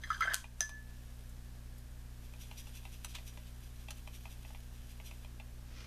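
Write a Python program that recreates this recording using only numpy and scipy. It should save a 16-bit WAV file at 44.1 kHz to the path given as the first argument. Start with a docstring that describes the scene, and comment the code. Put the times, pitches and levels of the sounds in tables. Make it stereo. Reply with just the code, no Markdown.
"""Paintbrush in water and on a palette

A paintbrush is swished in a cup of water, knocks its wall and is tapped once on the rim.
Then the wet bristles mix watercolour in a hand-held plastic palette, which ticks under the strokes.
Cup and palette are sets of ringing tones, the water is many small bubbles, and the bristles are dense
tiny clicks. A small room, a low electrical hum and microphone hiss lie beneath.
"""
import sys
import numpy as np
from scipy import signal
from scipy.fft import rfft, irfft
from scipy.io import wavfile
from scipy.ndimage import uniform_filter1d

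SR = 44100
rng = np.random.default_rng(int(sys.argv[2]) if len(sys.argv) > 2 else 0)


def log_audio(samples):
    """Write samples as a 16-bit WAV file to the path given in sys.argv[1]."""
    # one column per channel
    frames = np.atleast_2d(samples).T
    # limit to full scale, then quantise
    limited = np.clip(frames, -1, 1)
    pcm = np.round(limited * 32767).astype(np.int16)
    wavfile.write(sys.argv[1], SR, pcm)


N = 258426
TIME = np.arange(N) / SR
SIDES = np.array([[-1], [1]])  # left, right


def scene():
    """Cup, water, palette and brush sound in the room; hum and hiss are added to it."""
    return room(cup() + water() + palette() + brush()) + hum() + air()


def cup():
    """All blows on the cup, thinned in the bass, and the deeper knocks of its rocking."""
    blows = high_pass(wall_knocks() + rim_snap() + rim_tap(), hz=1140)
    return blows + cup_rocking()


# The brush knocks the cup wall under water:
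# (time [s], level [dB], wall tone favoured by the spot [Hz], click level [dB])
KNOCKS = [(0.0361, -32.5, 1880, -53), (.103, -20, 1270, -48), (.114, -26.5, 1293, -74),
          (.129, -38, 1390, -57), (0.143, -34, 1470, -53), (.207, -23, 1295, -38),
          (0.2203, -23.5, 2032, -49), (.225, -21.5, 1466, -46), (.275, -21.5, 1550, -71),
          (.3169, -31, 1850, -59), (.336, -30, 1540, -30.5), (.399, -51, 1550, -65)]
# The upper tones grow with the click: level at a click of 0 dB, and growth in dB per dB
UPPER_DB, UPPER_PER_CLICK = -11, 0.45
# The upper region that knocks favour, and how fast the tones weaken on either side of it
UPPER_HZ, UPPER_DB_PER_OCTAVE = 3670, 13
LEANING_T60_S = 0.14  # the brush leaning on the wall: time to fall by 60 dB from this damping alone


def wall_knocks():
    """Knocks and rattles under water ring briefly, because the leaning brush damps the wall."""
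    out = np.zeros((2, N))
    for s, db, wall_hz, click_db in list(KNOCKS) + rattles():
        upper_db = UPPER_DB + UPPER_PER_CLICK * click_db
        blow = cup_blow(db, wall_hz, click_db, upper_db, UPPER_HZ, UPPER_DB_PER_OCTAVE,
                        LEANING_T60_S, slosh=0.0092)
        add(out, s, blow)
    return out


# How hard the brush stirs, as the level of the water: (time [s], level [dB])
SWISH = [(0, -71), (.14, -51.5), (.2, -55.5), (.23, -40.5), (.345, -44.5), (.43, -75), (.55, -120)]
# The handle rattles lightly: touches per second, then touch and click level relative to the stirring
RATTLES_PER_S, RATTLE_DB, RATTLE_CLICK_DB = 39, 0, -14


def rattles(count=20):
    """Light touches at uneven moments and spots, harder as the stirring grows: rows like KNOCKS."""
    rows = []
    for k, (late, spot) in enumerate(rng.random((count, 2))):
        s = (k + late) / RATTLES_PER_S
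        vigour_db = np.interp(s, *np.transpose(SWISH))
        wall_hz = np.interp(spot, [0, 1], [1200, 2000])
        rows.append((s, vigour_db + RATTLE_DB, wall_hz, vigour_db + RATTLE_CLICK_DB))
    return rows


SNAP_S, SNAP_DB = .3434, -14.5


def rim_snap(pan_db=2.0):
    """The metal collar of the brush snaps against the rim as it is lifted out: a noise burst."""
    out = np.zeros((2, N))
    add(out, SNAP_S, from_db(SNAP_DB + pan_db * SIDES) * crack(CRACK, t60=0.0077))
    return out


TAP_S, TAP_DB, TAP_WALL_HZ, TAP_CLICK_DB = .6065, -35.5, 1734, -24
TAP_UPPER_DB, TAP_UPPER_HZ, TAP_DB_PER_OCTAVE = -22, 6400, 11.5
TAP_T60_S = 7.4  # the brush hardly damps the rim
PING_DB, PING_HZ, PING_T60_S = -9, 6120, 0.0084


def rim_tap(pan_db=2.0):
    """One tap on the rim lets the cup ring freely, while the metal collar adds a very short ping."""
    out, t = np.zeros((2, N)), seconds(.2)
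    add(out, TAP_S, cup_blow(TAP_DB, TAP_WALL_HZ, TAP_CLICK_DB, TAP_UPPER_DB, TAP_UPPER_HZ,
                             TAP_DB_PER_OCTAVE, TAP_T60_S, slosh=0.0022))
    ping = ring(t, PING_HZ, PING_T60_S) * (1 - np.exp(-t / 0.00068))
    add(out, TAP_S, from_db(PING_DB + pan_db * SIDES) * ping)
    return out


# The cup rocks on the table: (time [s], level [dB])
ROCKS = [(.253, -38.5), (.277, -37.5), (.305, -43.5), (.335, -40), (.609, -37)]


def cup_rocking():
    """Each rock of the cup on the table sounds one low tone that dies at once."""
    out, t = np.zeros((2, N)), seconds(.2)
    knock = ring(t, hz=680, t60=0.039) * (1 - np.exp(-t / 0.00042))
    for s, db in ROCKS:
        add(out, s, from_db(db) * knock)
    return out


# Tones of the cup and the brush handle: (pitch [Hz], relative level [dB], time to fall by 60 dB [s])
CUP = [(1293, 1.5, .15), (1542, 1, .11), (1733, 3, .62), (2031, 1, .1), (1215, -3, .04), (1342, -4, .1),
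       (1440, -6, .12), (1824, -2, .09), (3120, -9, .05), (3270, -10, .07), (3640, -17, .06),
       (4150, -15, .05), (4800, -10, .06), (4930, -19, .18), (5066, -18, .15), (6010, -17, .19),
       (6083, -13, .15), (6160, -18, .17), (6272, -19, .18), (6444, -19, .17), (7246, -23, .08),
       (8856, -21, .13), (13310, -19, .07)]
# The cup is not quite round, so each tone has a weaker twin that beats with it
BEAT_HZ, TWIN_SHARE = 6.4, .36
CUP_PAN_DB = 1.5  # the cup stands to the right: tilt each way, in full from 6 kHz up


def cup_blow(db, wall_hz, click_db, upper_db, upper_hz, fall_db, damper_t60, slosh, rise_s=0.0012):
    """One blow favours one wall tone and one region of upper tones, by where it lands."""
    hz, mode_db, t60 = np.transpose(CUP)
    length = 1 / (1 / t60 + 1 / damper_t60)[:, None]  # both dampings together
    t = seconds(1.2 * length.max())
    chance = rng.standard_normal((2, len(hz)))
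    short = hz >= 2600  # the upper tones feel the touch most
    detune = slosh * (1 + 1.48 * short) * chance[0]  # moving water detunes the wall
    pitch = (hz * (1 + detune))[:, None]
    modes = (1 - TWIN_SHARE) * ring(t, pitch, length)
    modes += TWIN_SHARE * ring(t, pitch + BEAT_HZ, length)
    modes *= 1 - np.exp(-t / rise_s)
    wall = db + np.maximum(-65 * np.abs(np.log2(hz / wall_hz)), -21)
    upper = upper_db - fall_db * np.abs(np.log2(hz / upper_hz)) + 3.3 * chance[1]
    strength = from_db(mode_db + np.where(short, upper, wall))
    pan = from_db(SIDES * CUP_PAN_DB * np.minimum(hz / 6000, 1) ** 2)
    out = (pan * mode_sides(hz, spread_db=3.0) * strength) @ modes
    add(out, 0, from_db(click_db) * crack(CRACK, t60=0.01))
    return out


def water():
    """Stirred-in bubbles, and drops that fizz off the hairs."""
    return bubbles() + spray()


# Loudness of bubbles by pitch: (pitch [Hz], relative level [dB])
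SWISH_COLOUR = [(300, -22.5), (500, -8), (700, -15), (1000, -0.5), (1600, 18), (2050, 3), (2600, -4),
                (3500, -1), (4800, -4), (7000, -20), (14000, -10)]


def bubbles():
    """Stirring traps small bubbles, each ringing briefly and rising in pitch."""
    out, t = np.zeros(N), seconds(0.033)
    length = SWISH[-1][0]
    for when, size, strength in rng.random((1500, 3)):
        hz = 300 * 42 ** size
        bubble = ring(t * (1 + 0.63 * t), hz, 26 / hz) * (1 - np.exp(-t * hz))
        add(out, when * length, from_db(at_hz(SWISH_COLOUR, hz) - 14 * strength) * bubble)
    return out / np.std(out[TIME < length]) * in_time(SWISH)


# Spray grows with the click: level at a click of 0 dB, and growth in dB per dB
SPRAY_DB, SPRAY_PER_CLICK = -48, 0.33
SPRAY_DELAY_S, SPRAY_HALF_S = .03, 0.033


def spray():
    """Each contact flings drops off the bristles, heard as a swell of tiny clicks just after it."""
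    contacts = [(s, click_db) for s, _, _, click_db in KNOCKS]
    contacts += [(SNAP_S, SNAP_DB), (TAP_S, TAP_CLICK_DB)]
    rows = [(s + SPRAY_DELAY_S, SPRAY_DB + SPRAY_PER_CLICK * click_db, SPRAY_HALF_S)
            for s, click_db in contacts]
    return swells(rows) * coloured(grains(per_s=5000, spread_db=0.0), CRACK, CLOSE_LIKENESS)


def brush():
    """Everything the bristles do on the palette, and the palette's slide at the end."""
    push = circling()
    strokes = push * rubbed(per_s=8000, spread_db=3.0, ringing_db=-3.5)
    return strokes + edge_catch() + singing(push) + wet_crackle() + hair_flicks() + palette_slide()


# The brush circles in the paint: (time of first push [s], time per circle [s], number of circles)
BOUTS = [(2.248, .172, 7), (3.47, .17, 7), (4.75, .16, 4)]
# Pressure on the brush, as the level of a push: (time [s], level [dB])
PRESSURE = [(2.2, -65), (2.42, -54.5), (2.6, -52), (2.9, -57), (3.29, -54.5), (3.46, -62.5), (3.97, -63),
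            (4.145, -55), (4.72, -66), (5.07, -54.5), (5.25, -67)]
PUSH_HALF_S, RETURN_HALF_S, RETURN_DB = 0.018, 0.05, -11.5  # return level relative to the push


def circling():
    """Loudness of the strokes: a short push, then half a turn later a longer, lighter return."""
    strokes = []
    for first, period, circles in BOUTS:
        for s in first + period * np.arange(circles):
            db = np.interp(s, *np.transpose(PRESSURE))
            strokes.append((s, db, PUSH_HALF_S))
            strokes.append((s + period / 2, db + RETURN_DB, RETURN_HALF_S))
    return swells(strokes)


# Colour of the bristle noise: (pitch [Hz], relative level per Hz [dB])
BRISTLES = [(700, -27), (1900, -23), (2600, 0.5), (3400, 6.5), (4200, -2.5), (4950, 1.5), (5350, -5.5),
            (5850, -11), (6500, 1), (8000, -1.5), (9500, -1.5), (14000, -3)]


def rubbed(per_s, spread_db, ringing_db):
    """Tiny slips of the hairs, heard directly and through the palette's upper tones; rms 1."""
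    t = seconds(.05)
    slips = grains(per_s, spread_db)
    tray = sum(from_db(db) * ring(t, hz, t60) for hz, db, t60 in PALETTE if hz > 2300)
    ringing = signal.fftconvolve(slips, tray[None], axes=1)[:, :N]
    tray_colour = [(1200, -9.5), (2400, -2), (4500, 3.5), (6000, 2), (14000, 0.5)]
    ringing = coloured(ringing, tray_colour, CLOSE_LIKENESS)
    direct = coloured(slips, BRISTLES, CLOSE_LIKENESS)
    return rms_one(direct + from_db(ringing_db) * ringing)


# Colour of the scrape: (pitch [Hz], relative level per Hz [dB])
CATCH_COLOUR = [(700, -14), (1900, -9), (2600, -0.5), (3600, -1.5), (5000, -9), (14000, -19)]
CATCH_S, CATCH_DB, CATCH_HALF_S = 3.157, -47, 0.0093


def edge_catch():
    """Once the bristles catch the edge of the well and scrape over it: a swell of coarse clicks."""
    scrape = coloured(grains(per_s=2500, spread_db=2.0), CATCH_COLOUR, CLOSE_LIKENESS)
    return swells([(CATCH_S, CATCH_DB, CATCH_HALF_S)]) * scrape


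# Level at a push of SING_PUSH_DB, and growth in dB per dB of push
SING_DB, SING_PUSH_DB, SING_GROWTH = -58.5, -53, 2.2


def singing(push):
    """Firm pushes make one tone of the tray sing: slips set it off again and again."""
    slips = grains(per_s=9000, spread_db=2)
    sung = signal.fftconvolve(slips[0], ring(seconds(.05), hz=5880, t60=0.0094))[:N]
    return from_db(SING_DB) * (push / from_db(SING_PUSH_DB)) ** SING_GROWTH * rms_one(sung)


# Wet hairs crackle as the brush takes up paint and as it mixes:
# (start time [s], end time [s], level [dB])
WET = [(1.002, 1.15, -70), (2.4, 4.998, -68)]


def wet_crackle():
    """Wet paint crackles: sparse tiny slips that fade in and out."""
    level = sum(held(start, end, db, fade_db_per_s=24.5) for start, end, db in WET)
    return level * rubbed(per_s=1200, spread_db=3.5, ringing_db=-2.5)


# Single hairs flick off the edge of the paint pan: (time [s], level [dB])
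FLICKS = [(1.296, -56), (1.785, -55)]


def hair_flicks(half_s=0.0033):
    """A flick is a very short swell of bright clicks."""
    clicks = coloured(grains(per_s=9000, spread_db=2), BRISTLES, CLOSE_LIKENESS)
    return swells([(s, db, half_s) for s, db in FLICKS]) * high_pass(clicks, hz=5500)


# Colour of the slide: (pitch [Hz], relative level per Hz [dB])
SLIDE_COLOUR = [(300, 0.5), (550, 0), (900, -16), (1200, 4), (1600, -2), (2400, 2.5), (4000, -2.5),
                (6000, 0), (8000, -19), (14000, -30)]


def palette_slide():
    """The palette slides aside at the end: dense rough clicks with quick fades."""
    level = held(start=5.78, end=5.86, db=-58, fade_db_per_s=100)
    return level * coloured(grains(per_s=9700, spread_db=4.0), SLIDE_COLOUR, CLOSE_LIKENESS)


# The palette ticks as it is gripped and pushed: (time [s], force level [dB], contact time [ms])
TICKS = [(.441, -42.5, 0.37), (.692, -47.5, 0.18), (2.336, -52, 0.23), (2.512, -45.5, 0.26),
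         (2.67, -53.5, 0.19), (2.852, -46, 0.25), (3.046, -44, 0.075), (3.151, -48, 0.17),
         (3.184, -48.5, 0.23), (3.373, -48, 0.25), (3.884, -44.5, 0.24), (3.906, -45, 0.13),
         (4.074, -43.5, 0.28), (4.254, -42.5, 0.31), (4.448, -49, 0.38), (4.503, -45.5, .65),
         (4.547, -47, 0.3), (4.999, -46.5, 0.33), (5.111, -47.5, .26), (5.246, -48, 0.28),
         (5.398, -46.5, 0.28), (5.806, -56, .21)]
# Tones of the plastic palette: (pitch [Hz], relative level [dB], time to fall by 60 dB [s])
PALETTE = [(635, -4, 0.08), (806, -7, 0.068), (929, 0, 0.038), (1200, -5, 0.022), (1340, -18, 0.015),
           (1580, -16, 0.02), (2026, -8, 0.032), (2322, -6.5, 0.032), (2522, -1, 0.021), (2710, 0, 0.022),
           (3070, -2.5, 0.022), (3447, -8.5, 0.038), (3780, -10, 0.037), (4170, -5.5, 0.021),
           (5030, -11, 0.031), (5843, -0.5, 0.026), (6415, -9, 0.023), (6800, -7.5, 0.022),
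           (9500, -3.5, 0.031), (10430, -8, 0.036), (12670, 7.5, 0.0085), (13400, 3, .015)]


def palette(bass_db=-5, body_db=-3.5, middle_db=2, snap_db=4, snap_hz=6200, steepness=8):
    """The plastic tray ticks; long, soft contacts wake only its low tones, short ones snap."""
    out, t = np.zeros((2, N)), seconds(.1)
    hz, mode_db, t60 = np.transpose(PALETTE)
    balance_db = at_hz([(600, bass_db), (950, body_db), (2300, middle_db)], hz)
    for s, db, contact_ms in TICKS:
        corner_hz = 1000 / contact_ms  # a contact hardly excites tones above this
        passed_db = -10 * np.log10(1 + (np.append(hz, snap_hz) / corner_hz) ** steepness)
        force_db = db + passed_db[:-1] + balance_db
        chance = rng.standard_normal((2, len(hz)))
        pitch = hz * (1 + np.clip(0.023 * chance[0], -.05, .05))  # the grip shifts the tones a little
        modes = ring(t, pitch[:, None], t60[:, None]) * (1 - np.exp(-t / 0.0016))
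        strength = from_db(force_db + mode_db + 2.25 * chance[1])
        strength *= (-1) ** np.arange(len(hz))  # neighbouring tones start in opposite directions
        add(out, s, (mode_sides(hz, spread_db=4.5) * strength) @ modes)
        add(out, s, from_db(db + passed_db[-1] + snap_db) * crack(CRACK, t60=0.041))
    return out


# Colour of a hard contact: (pitch [Hz], relative level per Hz [dB])
CRACK = [(300, -41), (650, -32), (1000, 5), (1700, -2), (2700, -3), (5000, -1.5), (7500, 0.5), (10500, 0),
         (14000, -8)]
# How alike left and right are for close sounds: (pitch [Hz], likeness [0 to 1])
CLOSE_LIKENESS = [(500, 0.99), (2000, 0.99), (6000, 0.6), (14000, 0.17)]


def crack(spectrum, t60):
    """The brief noise burst of a contact."""
    t = np.arange(2048) / SR
    noise = coloured(rng.standard_normal((2, len(t))), spectrum, CLOSE_LIKENESS)
    return noise * from_db(-60 * t / t60)


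# Echoes off the table and near walls: (delay time [s], level [dB])
ECHOES = [(.0037, -11), (0.0104, -10.5), (0.0215, -17)]


def room(x, tail_db=-13, t60=0.28):
    """A few near echoes, and a short blurred tail."""
    t = seconds(.4)
    tail_colour = [(300, 5.5), (2000, 7.5), (6000, 11.5), (14000, 4.0)]
    tail_likeness = [(500, 0.23), (3000, 0.97), (9000, .1)]
    tail = coloured(rng.standard_normal((2, len(t))), tail_colour, tail_likeness)
    tail = tail * from_db(-60 * t / t60) * (1 - np.exp(-t / 0.0033))
    response = from_db(tail_db) * rms_one(tail) / np.sqrt(len(t))
    for s, db in ECHOES:
        add(response, s, from_db(db) * np.array([1, 4, 1]) / 6)  # slightly softened echo
    return x + signal.fftconvolve(x, response, axes=1)[:, :N]


# Electrical hum, a pattern that repeats every fourth mains cycle:
# (multiple of a quarter of the mains rate, rms level [dB])
HUM = [(2, -54), (3, -68), (4, -51), (5, -74), (7, -79), (8, -57), (9, -101), (11, -89), (12, -72.5),
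       (16, -66.5), (20, -80), (24, -90)]
MAINS_HZ = 59.97


def hum():
    """Steady mains tones, all in step so that they add up to a train of dips; same on both sides."""
    turns = MAINS_HZ / 4 * TIME + rng.random()
    return -sum(np.sqrt(2) * from_db(db) * np.cos(2 * np.pi * round(k) * turns) for k, db in HUM)


# Colour of room air and microphone hiss: (pitch [Hz], relative level per Hz [dB])
AIR = [(20, 4.5), (45, -2), (90, -6.5), (160, -9.5), (300, -14.5), (600, -16.5), (1000, -20), (1400, -22),
       (1660, -17.5), (2000, -23), (4000, -24.5), (8000, -26), (14000, -28)]
# How alike left and right are in the air: (pitch [Hz], likeness [0 to 1])
AIR_LIKENESS = [(60, 0.5), (130, 0.31), (290, 0.23), (640, 0.25), (1400, 0.27), (3080, 0.075),
                (6760, 0.024), (14900, 0.046)]
AIR_DB = -56  # rms level


def air():
    """Room air and microphone hiss: steady coloured noise."""
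    return from_db(AIR_DB) * coloured(rng.standard_normal((2, N)), AIR, AIR_LIKENESS)


CUTOFF_HZ = 14500


def record(dry, threshold_db=-27, slope=0.19, release_db_per_s=9):
    """Gain control ducks a little at loud sounds and recovers slowly; the top is cut."""
    peak_db = 20 * np.log10(np.abs(dry).max(axis=0) + 1e-9)
    over_db = slope * np.maximum(peak_db - threshold_db, 0)
    recovery_db = release_db_per_s * TIME
    duck_db = np.maximum.accumulate(over_db + recovery_db) - recovery_db
    ducked = dry * from_db(-uniform_filter1d(duck_db, size=128))
    top_cut = signal.ellip(10, .2, 70, CUTOFF_HZ, fs=SR, output="sos")
    return signal.sosfilt(top_cut, ducked)


def from_db(db):
    """Turn decibels into a gain."""
    return 10 ** (np.asarray(db) / 20)


def seconds(length_s):
    """Sample times from zero up to a length."""
    return np.arange(int(length_s * SR)) / SR


def rms_one(x):
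    """Scale a sound to an rms level of 1."""
    return x / np.sqrt(np.mean(x ** 2) + 1e-20)


def in_time(rows):
    """Gain along a curve of (time [s], level [dB])."""
    return from_db(np.interp(TIME, *np.transpose(rows)))


def at_hz(points, hz):
    """Read a table by pitch, on a log-frequency axis."""
    f, value = np.transpose(points)
    return np.interp(np.log(np.maximum(hz, 1)), np.log(f), value)


def swells(rows):
    """Gain of bell-shaped swells: (time [s], level [dB], half length [s])."""
    power = 0
    for s, db, half in rows:
        power = power + from_db(2 * db) * np.exp(-np.minimum(((TIME - s) / half) ** 2, 60))
    return np.sqrt(power)


def held(start, end, db, fade_db_per_s):
    """Gain that rises, holds from start to end and falls again."""
    distance_s = np.abs(TIME - np.clip(TIME, start, end))
    return from_db(db - fade_db_per_s * distance_s)


def coloured(white, spectrum, likeness):
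    """Two unrelated noises become a stereo pair of given colour and likeness; rms 1."""
    size = white.shape[1]
    hz = np.arange(size // 2 + 1) * SR / size
    mid, side = rfft(white) * from_db(at_hz(spectrum, hz))
    alike = np.clip(at_hz(likeness, hz), -1, 1)
    pair = np.sqrt(1 + alike) * mid - np.sqrt(1 - alike) * side * SIDES
    return rms_one(irfft(pair, size))


def grains(per_s, spread_db):
    """Two rows of tiny clicks of uneven size at shared random moments."""
    sizes = from_db(spread_db * np.minimum(rng.exponential(1, N), 4))
    return rng.standard_normal((2, N)) * sizes * (rng.random(N) < per_s / SR)


def ring(t, hz, t60):
    """A struck tone that falls by 60 dB in t60 seconds."""
    return np.sin(2 * np.pi * hz * t) * from_db(-60 * t / t60)


def add(out, s, sound):
    """Mix a sound in at time s."""
    at = max(round(s * SR), 0)
    out[..., at:at + sound.shape[-1]] += sound[..., :N - at]


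def mode_sides(hz, spread_db):
    """Short waves reach the two microphones with unequal strength."""
    tilt_db = spread_db * np.minimum(hz / 6000, 1) * rng.normal(0, 1, len(hz))
    return from_db(SIDES * tilt_db)


def high_pass(x, hz):
    """Thin out the sound below a given pitch."""
    return signal.sosfilt(signal.butter(4, hz, "high", fs=SR, output="sos"), x)


dry = scene()
out = record(dry)
log_audio(out)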